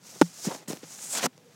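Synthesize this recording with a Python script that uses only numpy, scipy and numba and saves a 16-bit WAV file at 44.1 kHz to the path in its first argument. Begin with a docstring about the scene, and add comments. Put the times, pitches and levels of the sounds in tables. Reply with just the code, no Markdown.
"""Fur or cloth slides over a hand-held phone in a quiet room, right at the microphone.
Light contact hisses in the microphone port; at 0.2 s the case takes one sharp, rattling knock.
From 0.45 s the fibres grip, rasp and drag among soft bumps, and a fresh grab crackles at 0.68 s.
The hardest rubbing comes at 1.1-1.27 s and stops short, leaving a faint squeak as the grip settles."""
import sys
import numpy as np
from scipy import signal
from scipy.fft import rfft, irfft
from scipy.io import wavfile
from numba import njit

SR = 44100
rng = np.random.default_rng(int(sys.argv[2]) if len(sys.argv) > 2 else 0)


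def bounce(signal):
    """Save signal as a 16-bit WAV file at the path given by the first command-line argument."""
    frames = np.transpose(np.atleast_2d(signal))
    limited = np.clip(frames, -1, 1)
    pcm = np.round(limited * 32767).astype(np.int16)
    wavfile.write(sys.argv[1], SR, pcm)


N = 68355
T = np.arange(N) / SR


def from_db(db):
    """Decibels to gain."""
    return 10 ** (np.asarray(db) / 20)


def unit_power(x):
    """Scale to an RMS of 1."""
    return x / np.sqrt(np.mean(x ** 2) + 1e-20)


def curve(rows):
    """Join (time, value) rows by straight lines."""
    return np.interp(T, *np.transpose(rows))


def coloured(x, spectrum):
    """Give a steady excitation a spectrum; unit power."""
    hz, db = np.transpose(spectrum)
    bin_hz = np.fft.rfftfreq(N, 1 / SR) + 1
    gain = from_db(np.interp(np.log(bin_hz), np.log(hz), db))
    return unit_power(irfft(rfft(x) * gain, N))


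def flutter(rate_hz, depth_db):
    """A randomly wavering gain."""
    r = np.exp(-2 * np.pi * rate_hz / SR)
    slow = signal.lfilter([1], [1, -2 * r, r * r], rng.standard_normal(2 * N))[N:]
    return unit_power(from_db(depth_db * unit_power(slow)))


@njit
def resonate(x, hz, width_hz):
    """A resonance with a moving centre, gain 1 on top."""
    y, r = np.zeros(len(x)), np.exp(-np.pi * width_hz / SR)
    for i in range(2, len(x)):
        feedback = 2 * r * np.cos(2 * np.pi * hz[i] / SR) * y[i - 1] - r * r * y[i - 2]
        y[i] = (1 - r * r) / 2 * (x[i] - x[i - 2]) + feedback
    return y


def ring(push, hz, t60):
    """One mode: a unit click starts a decaying swing of height 1."""
    r, w = np.exp(-np.log(1000) / (t60 * SR)), 2 * np.pi * hz / SR
    return signal.lfilter([.5, 0, -.5], [1, -2 * r * np.cos(w), r * r], push + 1e-18)


def friction(snags_per_s=2500, spread_db=2, snag_gain=0.64):
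    """Countless fibres slide smoothly; some snag and snap free."""
    sizes = from_db(spread_db * np.minimum(rng.exponential(1, N), 4)) * rng.choice([-1, 1], N)
    snags = sizes * (rng.random(N) < snags_per_s / SR)
    return rng.standard_normal(N) + snag_gain * unit_power(snags)


# The room around the phone: (frequency [Hz], relative level [dB])
ROOM_SPECTRUM = [(50, -9), (110, 10.5), (180, -1), (300, -12), (600, -17), (2000, -32.5), (15000, -35)]
def room_tone():
    """A low, steady rumble far behind the handling."""
    return from_db(-52.5) * coloured(rng.standard_normal(N), ROOM_SPECTRUM)


# The grip settling on the case, close but faint: (time [s], level [dB])
SQUEAK_LEVEL = [(1.385, -84), (1.405, -61), (1.435, -72), (1.465, -55.5), (1.55, -73)]
def squeak(nominal_hz=517, sag_hz_per_s=239):
    """Fast stick and slip makes a wavering tone that sinks as the motion slows."""
    age = np.maximum(T - SQUEAK_LEVEL[0][0], 0)
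    wobble = flutter(58.6, depth_db=7.5) ** 0.048
    hz = (nominal_hz - sag_hz_per_s * age) * wobble
    tone = unit_power(np.sin(2 * np.pi * np.cumsum(hz) / SR))
    return from_db(curve(SQUEAK_LEVEL)) * flutter(53, depth_db=1.0) * tone


# Fibres right at the microphone: (frequency [Hz], relative level [dB])
FIBRE_SPECTRUM = [(2500, -5.5), (4500, 4), (8000, 5.5), (11000, 1.5), (16000, -4)]
def airy(x):
    """The bright colour shared by sliding and snapping fibres."""
    return coloured(x, FIBRE_SPECTRUM)


def crackle(start_s=0.68, fade_db_per_s=179, snaps_per_s=700):
    """A fresh grab plucks single fibres: bright, uneven snaps that die away."""
    age = T - start_s
    snaps = rng.uniform(-1.2, 1, N) * (rng.random(N) < snaps_per_s / SR)
    return (age > 0) * from_db(-40.5 - fade_db_per_s * np.abs(age)) * airy(snaps)


# Jolts of the phone in the hand: (time [s], level [dB], pitch [Hz], t60 [s])
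JOLTS = [(0.214, -11.5, 171.6, 0.12), (0.834, -34, 159.5, 0.094), (1.256, -21, 250, 0.066)]
def hollow_ring():
    """Shifting the whole phone wakes a low, hollow mode, its pitch set by the hold."""
    rings = np.zeros(N)
    for start, db, hz, t60 in JOLTS:
        age = np.maximum(T - start, 0)
        rings += from_db(db) * np.exp(-np.log(1000) * age / t60) * np.sin(2 * np.pi * hz * age)
    return rings


# Modes of the case that holds the microphone: (frequency [Hz], gain [dB], t60 [s])
CASE_MODES = [(171, -4.5, 0.025), (307, 0.2, 0.015), (418, -9.5, 0.035), (500, 1.5, 0.029),
              (832, -0.5, 0.014), (1178, -8, 0.015), (1454, 4.3, 0.013), (1820, 2, 0.0095),
              (2700, -6.5, 0.009)]
# A tick on the case, centimetres from the microphone: (frequency [Hz], relative level [dB])
TICK_SPECTRUM = [(500, -0.5), (2700, -1), (6300, 0.5), (10000, -14.5), (16000, -29)]
# Contacts with the case: (time [s], push [dB], contact length [s], relative tick level [dB])
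CASE_CONTACTS = [(0.2140, 0.9, 0.0017, -4.5), (0.2173, -1, 0.0011, -31), (0.2184, -8, 0.00071, -5),
                 (0.2209, -20.3, 0.00085, -20), (0.2222, -46, 0.00089, -21.5), (0.2274, -31, 0.0016, -22),
                 (0.4686, -8.5, 0.004, -50), (0.4734, -7, 0.0042, -50), (0.484, -22.5, 0.0025, -47),
                 (0.6820, -15.5, 0.0044, -45), (0.7004, -15, 0.0031, -31), (0.71, -22.5, 0.0026, -24),
                 (0.7215, -44, 0.0019, -31), (0.7317, -20.5, 0.0028, -23), (0.7715, -56, 0.0017, -30.5),
                 (0.8315, -30, 0.0025, -44), (0.8377, -33.5, 0.0039, -37), (1.2628, -30, 0.00052, -33),
                 (1.3785, -49, 0.00094, -39.5)]
def knocks(tick_t60_s=0.0042):
    """Each contact pushes the case into its modes and gives a short, gritty tick."""
    push, tick_gain = np.zeros(N), np.zeros(N)
    for start, push_db, length, tick_db in CASE_CONTACTS:
        age = np.maximum(T - start, 0)
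        pulse = np.sin(np.pi * np.minimum(age / length, 1)) ** 2
        push += from_db(push_db) * pulse / (pulse.sum() + 1e-12)
        tick_gain += from_db(tick_db - 4) * (age > 0) * np.exp(-np.log(1000) * age / tick_t60_s)
    thuds = sum(from_db(db) * ring(push, hz, t60) for hz, db, t60 in CASE_MODES)
    return thuds + tick_gain * coloured(rng.standard_normal(N), TICK_SPECTRUM)


def groan(hz, width_hz=136.0):
    """Stick and slip on a resonance: even in level, unsteady in pitch; unit power."""
    swing = resonate(friction(), np.full(N, float(hz)), width_hz)
    return unit_power(np.cos(np.angle(signal.hilbert(swing))))


# Surface rasp beside the microphone: (frequency [Hz], relative level [dB])
RASP_SPECTRUM = [(300, -6), (700, 2.5), (1500, 3), (3600, -.5), (5500, -3.5), (9000, -29)]
# Low drag, picked up through the case: (frequency [Hz], relative level [dB])
DRAG_SPECTRUM = [(130, 3), (220, 3.5), (350, -1), (560, -0.5), (850, -3), (2600, -35.5)]
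# Grips on the case: (time [s], length [s], relative rasp [dB], relative drag [dB], groan pitch [Hz])
FIBRE_GRIPS = [(0.149, 0.023, -66, -49, 298), (0.445, 0.053, -46.5, -43.5, 363),
               (0.499, 0.026, -53, -37.5, 830), (0.516, 0.017, -61, -39.5, 610),
               (0.528, 0.027, -53, -41.5, 544), (0.556, 0.011, -62, -43, 860),
               (0.571, 0.066, -63, -54, 352), (0.674, 0.024, -50, -49.5, 430),
               (0.699, 0.012, -52, -37, 532), (0.71, 0.027, -50.5, -45.5, 417),
               (0.728, 0.047, -59, -52, 348), (0.827, 0.02, -54.5, -57, 490),
               (0.986, 0.006, -49, -52, 1890), (1.128, 0.025, -45, -44, 630),
               (1.148, 0.053, -36, -43.5, 580), (1.203, 0.022, -39.5, -44.5, 610),
               (1.224, 0.038, -33.5, -36.5, 428), (1.235, 0.0086, -47, -23, 600),
               (1.254, .011, -41, -25, 1027)]
def rasp_and_drag(slide_db, attack_s=0.0039, release_s=0.0025):
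    """Fibres rasp and drag lightly as they slide; each grip swells both and adds a short groan."""
    light_db = 0.42 * slide_db  # light contact follows part of the hiss's swing
    rasp_gain, drag_gain = from_db(light_db - 36.5), from_db(light_db - 39.5)
    groans = np.zeros(N)
    for start, length, rasp_db, drag_db, hz in FIBRE_GRIPS:
        age = T - start
        hold = np.clip(age / attack_s, 0, 1) * np.exp(-np.maximum(age - length, 0) / release_s)
        pull = hold * from_db(drag_db - 0.5)
        rasp_gain = np.hypot(rasp_gain, hold * from_db(rasp_db + 2.5))
        drag_gain = np.hypot(drag_gain, pull)
        groans += pull * groan(hz)
    rasp = coloured(friction(), RASP_SPECTRUM) * rasp_gain * flutter(204, depth_db=1.5)
    drag = coloured(friction(), DRAG_SPECTRUM) * drag_gain
    return rasp + (drag + groans) * flutter(66, depth_db=2)


# The microphone port's resonance, shifting as it is covered: (time [s], frequency [Hz])
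PORT_RESONANCE = [(0.1, 5880), (0.62, 6040), (0.685, 7760), (0.72, 5450), (0.87, 6360), (1.04, 7100),
                  (1.135, 7600), (1.186, 6070)]
def port_hiss(slide_db, width_hz=3770.0):
    """Friction sounds the small air cavity in front of the microphone, with an airy hiss around it."""
    hz = curve(PORT_RESONANCE)
    cavity = resonate(resonate(friction(), hz, width_hz), hz, width_hz)  # twice, for steep sides
    air_db = -5 - 0.0027 * (hz - hz.mean())  # the airy part weakens as the resonance rises
    hiss = from_db(-0.5) * unit_power(cavity) + from_db(air_db) * airy(friction())
    return hiss * from_db(slide_db) * flutter(100, depth_db=1.15)


# Strokes directly across the microphone: (time [s], relative hiss level [dB])
STROKE_LEVEL = [(0, -70), (0.07, -50), (0.26, -50), (0.32, -54), (0.42, -43.5), (0.456, -33), (0.49, -45),
                (0.562, -46.5), (0.58, -53), (0.675, -72.5), (0.68, -44), (0.71, -43), (0.748, -58.5),
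                (0.815, -57), (0.925, -45.5), (0.998, -46.5), (1.03, -39), (1.09, -40.5), (1.13, -30),
                (1.16, -33.5), (1.182, -29), (1.208, -44), (1.235, -32), (1.264, -29), (1.273, -70.5),
                (1.43, -71), (1.55, -63.5)]
def rubbing():
    """Each stroke of the fibres hisses in the port and scrapes the case."""
    slide_db = curve(STROKE_LEVEL)
    return port_hiss(slide_db) + rasp_and_drag(slide_db)


def scene():
    """One microphone: a quiet room behind, rubbing and knocks on the phone itself."""
    return (room_tone() + rubbing() + crackle() + knocks() + hollow_ring() + squeak())[None]


def record(dry, bass_cut_hz=150, ceiling=0.77, treble_cut_hz=15900):
    """The phone drops the deep bass before and after rounding the peaks, and cuts the top."""
    bass_cut = signal.butter(3, bass_cut_hz, "high", fs=SR, output="sos")
    treble_cut = signal.ellip(10, .2, 80, treble_cut_hz, fs=SR, output="sos")
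    rounded = ceiling * np.tanh(signal.sosfilt(bass_cut, dry) / ceiling)
    return signal.sosfilt(treble_cut, signal.sosfilt(bass_cut, rounded))


dry = scene()
out = record(dry)
bounce(out)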